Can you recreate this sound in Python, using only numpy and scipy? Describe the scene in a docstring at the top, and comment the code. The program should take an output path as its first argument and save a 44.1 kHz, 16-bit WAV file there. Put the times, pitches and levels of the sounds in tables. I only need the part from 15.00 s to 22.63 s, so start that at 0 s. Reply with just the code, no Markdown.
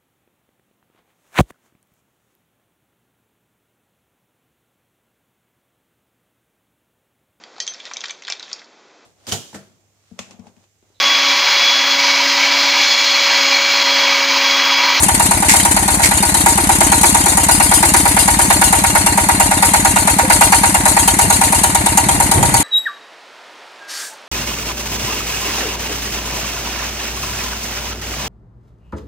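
"""A single-cylinder diesel idles in a walking tractor in a concrete yard, heard from the handlebars.
Every second turn it fires: the block knocks, exhaust and intake thud, the piston and valve gear set
the casing clattering, and loose sheet metal rattles with the jolts. The driver clacks the gear lever
home and shifts his grip. The yard throws back a low wash; the microphone overloads on the loudest beats."""
import sys
import numpy as np
from scipy import signal
from scipy.fft import rfft, irfft
from scipy.io import wavfile

SR = 44100
rng = np.random.default_rng(int(sys.argv[2]) if len(sys.argv) > 2 else 0)


def to_wav(sig):
    """Store sig (one row per channel, or 1-D mono) as 16-bit WAV at the path in sys.argv[1].

    Samples outside -1..1 are clipped; the rate is SR.
    """
    pcm = np.clip(np.atleast_2d(sig), -1, 1) * 32767
    pcm = np.round(pcm).astype(np.int16)
    wavfile.write(sys.argv[1], SR, pcm.T)  # frames by channels


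N = 336483
TIME = np.arange(N) / SR

# The bright tone of thin sheet metal. Each row: frequency in Hz, relative level in dB.
SHEET_TONE = [(1000, -2), (3000, -17.5), (4000, -9), (5300, -11.5), (6300, 0), (7400, 1), (8500, 0),
              (10000, -6), (12000, -10.5), (14000, -12.5)]


def firing_times(first_firing_s=0.0835):
    """The beat, in seconds: a four-stroke fires once in two turns. One extra cycle pads either end."""
    # The crank, held near idle by the governor. Each row: time in seconds, revolutions a minute.
    crank_speed = [(0.0, 1067.0), (0.6, 1054.6), (1.4, 1023.9), (1.85, 1059.1), (2.8, 1056.9),
                   (3.2, 1069.4), (4.85, 1069.5), (5.0, 1061.1), (5.65, 1083.1), (6.55, 1071.3),
                   (7.2, 1056.5), (7.6, 1062.1)]
    cycles = np.cumsum(np.interp(TIME, *np.transpose(crank_speed))) / (2 * 60 * SR)
    cycles -= np.interp(first_firing_s, TIME, cycles)
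    fired = np.interp(np.arange(int(cycles[-1]) + 1), cycles, TIME)
    return np.r_[2 * fired[0] - fired[1], fired, 2 * fired[-1] - fired[-2]]


def combustion():
    """The punch of each firing in dB: a slow course, chance, and a few hard hits."""
    # The force sags as the gear goes in, then the governor answers. Each row: time in seconds, level in dB.
    force = [(0, -2.5), (.85, -2.5), (1.2, -5), (1.5, -2.5), (2.0, .5), (2.3, -5.5), (2.5, -0.5),
             (3.15, -1.5), (3.45, 0), (5.4, -0.1), (5.8, 0), (7.6, -1)]
    # Firings that hit harder than their neighbours. Each row: time in seconds, boost in dB.
    hard_firings = [(1.459, 6), (1.690, 3.5), (2.938, 1), (3.612, 0.5), (5.409, 2), (5.520, 2)]
    force_db = per_cycle(force) + scatter(spread_db=1)
    for time, boost_db in hard_firings:
        force_db[np.argmin(abs(firing_times() - time))] += boost_db
    return force_db


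def knock(force_db, degrees=10.49, detune=0.003):
    """The pressure jump strikes the block, never twice alike; close modes beat, so the tail flutters."""
    # The block's modes. Each row: pitch in Hz, level in dB, t60 in seconds, left over right in dB.
    block_modes = [(617, -29.5, 0.32, 19.5), (778.5, -11.5, 0.13, -8), (843, -14, 0.12, 5.5),
                   (794, -24, 0.028, 15), (935.6, -11, 0.23, -5), (875, -27, 0.055, 12),
                   (1048, -33, 0.14, -23.5), (1345, -22.5, 0.074, 4), (1150, -43, 0.08, 2),
                   (1460, -30, 0.13, 7), (2120, -17, 0.024, -3)]
    age = TIME[:SR // 5]
    out = np.zeros((2, N + 2 * SR))  # a second of room at either end
    starts = np.round((at_crank(degrees) + 1) * SR).astype(int)
    for k, (hz, db, t60, pan_db) in enumerate(block_modes):
        polarity = (-1) ** (k + 1)
        strengths = polarity * from_db(force_db + db + scatter(spread_db=0.8))
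        pitches = hz * (1 + detune * rng.standard_normal(len(starts)))
        panned_decay = from_db(-60 * age / t60) * from_db([[pan_db / 2], [-pan_db / 2]])
        for at, strength, pitch in zip(starts, strengths, pitches):
            out[:, at:at + len(age)] += strength * panned_decay * np.sin(2 * np.pi * pitch * age)
    left, right = out[:, SR:SR + N]
    return np.array([left, at_far_port(right)])


def gas_pulses(jitter_s=0.00028):
    """Puffs of gas thud into the silencer and air cleaner, which boom for a few periods."""
    # In crank order: combustion through the walls, exhaust opening, intake opening, intake shutting.
    # Each row: degrees after firing, pitch in Hz, level in dB, t60 in seconds, dB gained per dB of swell.
    puffs = [(5, 127, -27, 0.084, 0.5), (54.7, 338, -21.5, 0.097, 1), (84, 330, -27.5, 0.098, 1.85),
             (172, 240, -21.5, 0.026, 1), (207.2, 72.4, -6.5, 0.069, 0), (364.5, 107, -14.5, 0.1, -0.5),
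             (383.1, 294.5, -9, 0.065, 0.15), (569, 68, -16, 0.054, 0.94), (586.1, 198.5, -10.5, 0.13, 0),
             (586.9, 246, -13.5, 0.026, 0)]
    # The swell of the exhaust boom. Each row: time in seconds, level in dB.
    boom_swell = [(0, -2.5), (1.35, 5), (1.5, 7.5), (2.2, 7.5), (3.0, 8), (4.0, -3), (5.0, -2), (6.0, -2.5),
                  (6.7, -2), (7.6, 0)]
    swell_db = per_cycle(boom_swell)
    thuds = np.zeros(N)
    for degrees, hz, db, t60, share in puffs:
        times = at_crank(degrees) + jitter_s * rng.standard_normal(len(swell_db))
        strengths = from_db(db + share * swell_db + scatter(spread_db=0.87))
        thuds += ring(clicks(times, strengths), hz, t60)
    return np.array([thuds, at_far_port(thuds)])


def piston_slap(clatter_db, degrees=20, level_db=-29, rise=0.00096, t60=0.12):
    """The piston hits the same spot every cycle, so the casing answers with the same dense ring."""
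    # The tone of that answer. Each row: frequency in Hz, relative level in dB.
    slap_tone = [(300, -30.5), (600, 10.5), (1000, 7), (1500, 11), (2300, -0.5), (3100, -13), (4500, -23),
                 (14000, -12)]
    age = TIME[:SR // 4]
    answer = rng.standard_normal((2, len(age))) * swell_and_decay(age, rise, t60)
    hits = clicks(at_crank(degrees), from_db(clatter_db))
    slaps = signal.oaconvolve(hits[None], answer, axes=-1)[:, :N]
    return from_db(level_db) * rms_one(colour(slaps, slap_tone))


def casing(clatter_db, gears_db=-28):
    """Piston and valve gear clatter in the casing over the steady churn of the gears."""
    # Blows on the casing. Each row: degrees after firing, level in dB, rise and t60 in seconds.
    blows = [(20, -9.5, 0.0045, 0.091), (141, -24.5, 0.0051, 0.1), (403, -15.5, 0.0026, 0.069)]
    # The casing's hard midrange. Each row: frequency in Hz, relative level in dB.
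    casing_tone = [(150, -6.5), (470, -12.5), (620, 3), (1000, -0.5), (1200, -3), (1600, -3.5), (2000, 0.5),
                   (2450, -4), (3100, -21), (4000, -13.5), (5500, -21), (14000, -43)]
    power = from_db(gears_db) ** 2
    for k, (degrees, db, rise, t60) in enumerate(blows):
        piston_db = clatter_db * (k == 0)  # the valve springs always hit equally hard
        power = power + bursts(at_crank(degrees), db + piston_db, rise, t60)
    return gritty_noise(power, casing_tone, grain_db=1.5, grain_rate=700)


def sheet_metal(force_db, level_db=-4, steady_db=-26, tinkle_db=-4.5):
    """Each jolt showers covers, cables and rods with tiny contacts: a fine sizzle and a coarser tinkle."""
    # The engine's jolts. Each row: degrees after firing, relative level in dB, rise and t60 in seconds,
    # dB gained per dB of looseness.
    jolts = [(-10.5, -4, 0.0034, 0.064, 0.53), (141, -12.5, 0.0026, 0.29, 0.93),
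             (375, -4, 0.0059, 0.084, -0.6), (585, -12.5, 0.0019, 0.044, 1.3)]
    # How freely the metal rattles. Each row: time in seconds, looseness in dB.
    looseness = [(0, 1), (.6, 1), (1.8, 2), (2.25, 2.5), (2.6, 2), (3.15, 3), (4.3, -2), (4.8, 0),
                 (5.45, 1), (6.0, 1.5), (6.4, 0.8), (7.6, -0.5)]
    force_share, settling_db_per_s = 0.55, 1.03
    power = from_db(steady_db) ** 2
    for degrees, db, rise, t60, share in jolts:
        # jolts early in the cycle follow the combustion; from the intake stroke on they slowly settle
        stroke_db = force_share * force_db if degrees < 270 else -settling_db_per_s * firing_times()
        jolt_db = db + stroke_db + share * per_cycle(looseness) + scatter(spread_db=2)
        power = power + bursts(at_crank(degrees), jolt_db, rise, t60)
    sizzle = gritty_noise(power, SHEET_TONE, grain_db=1, grain_rate=900)
    return from_db(level_db) * (sizzle + from_db(tinkle_db) * tinkle(np.sqrt(power)))


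def tinkle(envelope, parts=40, contacts_per_s=700, spread_db=2.5, t60=0.06):
    """Loose parts touch one another; each rings briefly at a pitch of its own."""
    # The range in which they ring. Each row: frequency in Hz, relative level in dB.
    parts_tone = [(1700, -0.5), (2400, -6), (3100, -2), (4200, -1.5), (4900, -3.5), (5500, -7), (6500, 4),
                  (7500, 3)]
    at = rng.integers(0, N, int(contacts_per_s * N / SR))
    accents_db = spread_db * np.minimum(rng.exponential(1, len(at)), 3)
    strengths = envelope[at] * from_db(accents_db) * rng.choice([-1, 1], len(at))
    struck_part = rng.integers(0, parts, len(at))
    pitches = np.geomspace(2000, 7500, parts) * rng.uniform(0.99, 1.01, parts)
    out = np.zeros((2, N))
    for k, hz in enumerate(pitches):
        hits = clicks(at[struck_part == k] / SR, strengths[struck_part == k] * np.sqrt(hz))
        out += ring(hits, hz, t60) * np.array([[1], [rng.choice([-1, 1])]])  # in or out of step
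    return rms_one(colour(out, parts_tone)) * np.sqrt(np.mean(envelope ** 2))


def covers(clatter):
    """Thin steel covers and rods pick up the clatter and ring on at their own pitches."""
    # Their narrow resonances. Each row: pitch in Hz, width in Hz, gain of the added ring in dB.
    resonances = [(894, 95, -2), (1463, 17, 0), (2778, 29, 5), (4237, 20, 4.5), (4873, 23, -2),
                  (7310, 71, -2)]
    out = clatter
    for hz, width_hz, db in resonances:
        out = out + from_db(db) * signal.lfilter(*signal.iirpeak(hz, hz / width_hz, fs=SR), clatter)
    return out


def lever_chatter(degrees=150, rise=0.003, t60=0.31):
    """For a few cycles at a time, each exhaust jolt jingles a loose lever on its quadrant."""
    # Spells of chatter. Each row: start and end in seconds, level in dB.
    spells = [(1.45, 1.80, -27), (2.46, 2.78, -17.5), (2.92, 3.22, -18.5), (5.40, 5.58, -25)]
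    # The quadrant's thin jingle. Each row: frequency in Hz, relative level in dB.
    quadrant_tone = [(1000, -23), (3100, -13), (3600, -14), (4250, -6), (4600, -9), (4950, 5), (5400, -18),
                     (6200, -11), (9500, -1), (14000, -16)]
    jolts = at_crank(degrees)
    power = np.zeros(N)
    for start, end, db in spells:
        hits = jolts[(start < jolts) & (jolts < end)]
        power += bursts(hits, np.full(len(hits), db), rise, t60)
    return gritty_noise(power, quadrant_tone, grain_db=2, grain_rate=300)


def gear_lever():
    """The driver clacks the gear lever home through its gate."""
    # The clacks. Each row: start in seconds, level in dB, rise and t60 in seconds.
    clacks = [(.482, -1.5, 0.015, 0.23), (.597, -13, .001, 0.05), (1.030, -3.5, 0.01, 0.16)]
    # The gate's sharp bite. Each row: frequency in Hz, relative level in dB.
    gate_tone = [(500, -7), (1400, -5), (2150, 6), (3000, -7), (4500, -5), (7500, 3), (10000, -12.5),
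                 (14000, -14)]
    return gritty_noise(contact_power(clacks), gate_tone, grain_db=3, grain_rate=500)


def cable_clinks():
    """Cables and levers give a few short, bright clinks."""
    # The clinks. Each row: start in seconds, level in dB, rise and t60 in seconds.
    clinks = [(.022, -4.5, .003, 0.034), (2.011, -8, 0.0022, 0.057), (2.936, -8, .002, 0.055)]
    return gritty_noise(contact_power(clinks), SHEET_TONE, grain_db=3, grain_rate=900)


def sleeve_bumps():
    """Sleeve and glove bump on the handlebar as the driver shifts his grip."""
    # The bumps. Each row: start in seconds, level in dB, rise and t60 in seconds.
    bumps = [(5.22, -24, 0.0087, .2), (6.23, -9, 0.011, 0.21), (7.0, -8, 0.18, 0.99),
             (7.34, -4.5, 0.022, 0.64), (7.52, -8, 0.014, 0.24)]
    # The muffled tone of cloth. Each row: frequency in Hz, relative level in dB.
    cloth_tone = [(25, -60), (70, -3), (120, 5.5), (200, -6), (400, -10.5), (600, -12), (1200, -27),
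                  (4000, -50)]
    return gritty_noise(contact_power(bumps), cloth_tone, grain_db=2, grain_rate=80)


def knuckle_taps():
    """A knuckle knocks on the hollow handlebar, which rings dully."""
    # The taps. Each row: start in seconds, pitch in Hz, level in dB, t60 in seconds.
    taps = [(5.233, 521, -13.5, 0.19), (7.373, 98, -12, 0.14), (7.384, 447, -11, 0.057)]
    return sum(ring(clicks(np.array([start]), from_db([db])), hz, t60) for start, hz, db, t60 in taps)


def yard(level_db=-26.2):
    """A steady bed of noise stands for the wash that the concrete yard throws back."""
    # Its low rumble. Each row: frequency in Hz, relative level in dB.
    rumble_tone = [(20, -30), (50, 12), (90, -22), (200, -0.5), (330, -0.5), (480, -14.5), (900, -13),
                   (2000, -25), (3200, -23.5), (7500, -33.5), (14000, -50)]
    return shaped_noise(from_db(level_db), rumble_tone)


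def at_crank(degrees):
    """The moment in each cycle when the crank has turned this far past firing."""
    fired = firing_times()
    return fired + np.gradient(fired) * degrees / 720


def per_cycle(curve):
    """The value of a slow curve at each firing."""
    return np.interp(firing_times(), *np.transpose(curve))


def scatter(spread_db):
    """A random offset in dB for each cycle: no two are equally strong."""
    return spread_db * rng.standard_normal(len(firing_times()))


def clicks(times, gains):
    """One click of the given height at each time."""
    out = np.zeros(N)
    at = np.round(times * SR).astype(int)
    inside = (at >= 0) & (at < N)
    out[at[inside]] = gains[inside]
    return out


def ring(hits, hz, t60):
    """A resonator: a unit click starts a sine of height 1 that falls 60 dB in t60 seconds."""
    decay, step = from_db(-60 / (t60 * SR)), 2 * np.pi * hz / SR
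    return signal.lfilter([0, decay * np.sin(step)], [1, -2 * decay * np.cos(step), decay ** 2], hits + 1e-18)


def swell_and_decay(age, rise, t60):
    """The envelope of one blow."""
    return (1 - np.exp(-age / rise)) * from_db(-60 * age / t60)


def bursts(times, levels_db, rise, t60):
    """The power envelope of a run of blows of one shape."""
    shape = swell_and_decay(TIME[:SR], rise, t60)
    power = np.zeros(N + 2 * SR)  # a second of room at either end
    for start, db in zip(times, levels_db):
        at = int((start + 1) * SR)
        room = len(power[at:at + SR])
        power[at:at + room] += (from_db(db) * shape[:room]) ** 2
    return power[SR:SR + N]


def contact_power(contacts):
    """The power envelope of single contacts, each with a shape of its own."""
    return sum(bursts([start], [db], rise, t60) for start, db, rise, t60 in contacts)


def gritty_noise(power, tone, grain_db, grain_rate):
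    """Rough contact: noise whose level flickers through grain_rate random values a second."""
    knots = rng.standard_normal(N // 8 + 2)
    flicker = np.interp(TIME * grain_rate, np.arange(len(knots)), knots)
    grains = rms_one(from_db(grain_db * flicker))
    return shaped_noise(np.sqrt(power) * grains, tone)


def shaped_noise(envelope, tone):
    """Noise driven by an envelope into a body; an envelope of 1 gives unit power."""
    noise = stereo_noise()
    return colour(noise * envelope, tone) / np.std(colour(noise, tone))


def stereo_noise():
    """White noise at the microphone's two ports: alike in the bass, unrelated in the high treble."""
    # The stereo image. Each row: frequency in Hz, left-right correlation from -1 to 1.
    likeness = [(50, 0.63), (350, 0.75), (600, 0.54), (900, 0.39), (1500, -0.52), (2500, 0.22),
                (14000, 0.027)]
    hz, alike = np.transpose(likeness)
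    mid = colour(rng.standard_normal((1, N)), np.c_[hz, 10 * np.log10(1 + alike)])
    side = colour(rng.standard_normal((1, N)), np.c_[hz, 10 * np.log10(1 - alike)])
    return rms_one(mid + side * [[1], [-1]])


def at_far_port(x, lag_s=0.00025):
    """Sound reaches the far, right-hand port a moment late."""
    return np.interp(TIME - lag_s, TIME, x)


def colour(x, tone, size=4096):
    """A causal equaliser that follows a curve of (Hz, dB) points."""
    hz, db = np.transpose(tone)
    bins_hz = np.arange(size // 2 + 1) * SR / size + 1
    log_gain = np.log(from_db(np.interp(np.log(bins_hz), np.log(hz), db)))
    cepstrum = irfft(log_gain)[:size // 2]
    cepstrum[1:] *= 2  # minimum phase: nothing rings ahead of a hit
    response = irfft(np.exp(rfft(cepstrum, size)))[:size // 2]
    return signal.oaconvolve(x, response[None], axes=-1)[:, :N]


def from_db(db):
    """Decibels to gain."""
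    return 10 ** (np.asarray(db) / 20)


def rms_one(x):
    """Scale to unit power."""
    return x / np.sqrt(np.mean(x ** 2) + 1e-20)


def scene():
    """Engine, gear lever and hands over the wash of the yard."""
    # How the casing's clatter rides against the knock. Each row: time in seconds, offset in dB.
    clatter_balance = [(0, 0.6), (2.4, 1.5), (3.1, 4.5), (3.65, 2.5), (4.1, 2), (5.8, 2), (6.5, -0.5),
                       (7.6, -5)]
    force_db = combustion()
    clatter_db = force_db + per_cycle(clatter_balance) + scatter(spread_db=1)
    engine_metal = piston_slap(clatter_db) + casing(clatter_db) + sheet_metal(force_db)
    controls = lever_chatter() + gear_lever() + cable_clinks()
    hands = sleeve_bumps() + knuckle_taps()
    return knock(force_db) + gas_pulses() + covers(engine_metal + controls) + hands + yard()


def record(dry, low_cut_hz=44.4, high_cut_hz=14300):
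    """Each port adds its own colour; the deepest bass is cut, peaks overload and the top is cut."""
    # The left port resonates in the treble. Each row: frequency in Hz, gain in dB.
    left_port = [(60, -3), (220, -2), (330, -3), (500, -4.5), (800, 3.5), (1200, -0.5), (1800, 1),
                 (2700, 0.5), (4200, 4.5), (7000, -0.5), (8500, 11), (9600, 17), (11500, 11.5),
                 (14000, 4.5)]
    # The right port lifts the upper mids. Each row: frequency in Hz, gain in dB.
    right_port = [(60, -1.86), (500, -1.55), (1200, 2.5), (1800, 6), (4200, 1.9), (14000, 0.8)]
    heard = np.vstack([colour(dry[:1], left_port), colour(dry[1:], right_port)])
    heard = signal.sosfilt(signal.butter(5, low_cut_hz, "high", fs=SR, output="sos"), heard)
    clipped = np.clip(heard, -1, 1)
    return signal.sosfilt(signal.ellip(10, 0.2, 60, high_cut_hz, fs=SR, output="sos"), clipped)


dry = scene()
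out = record(dry)
to_wav(out)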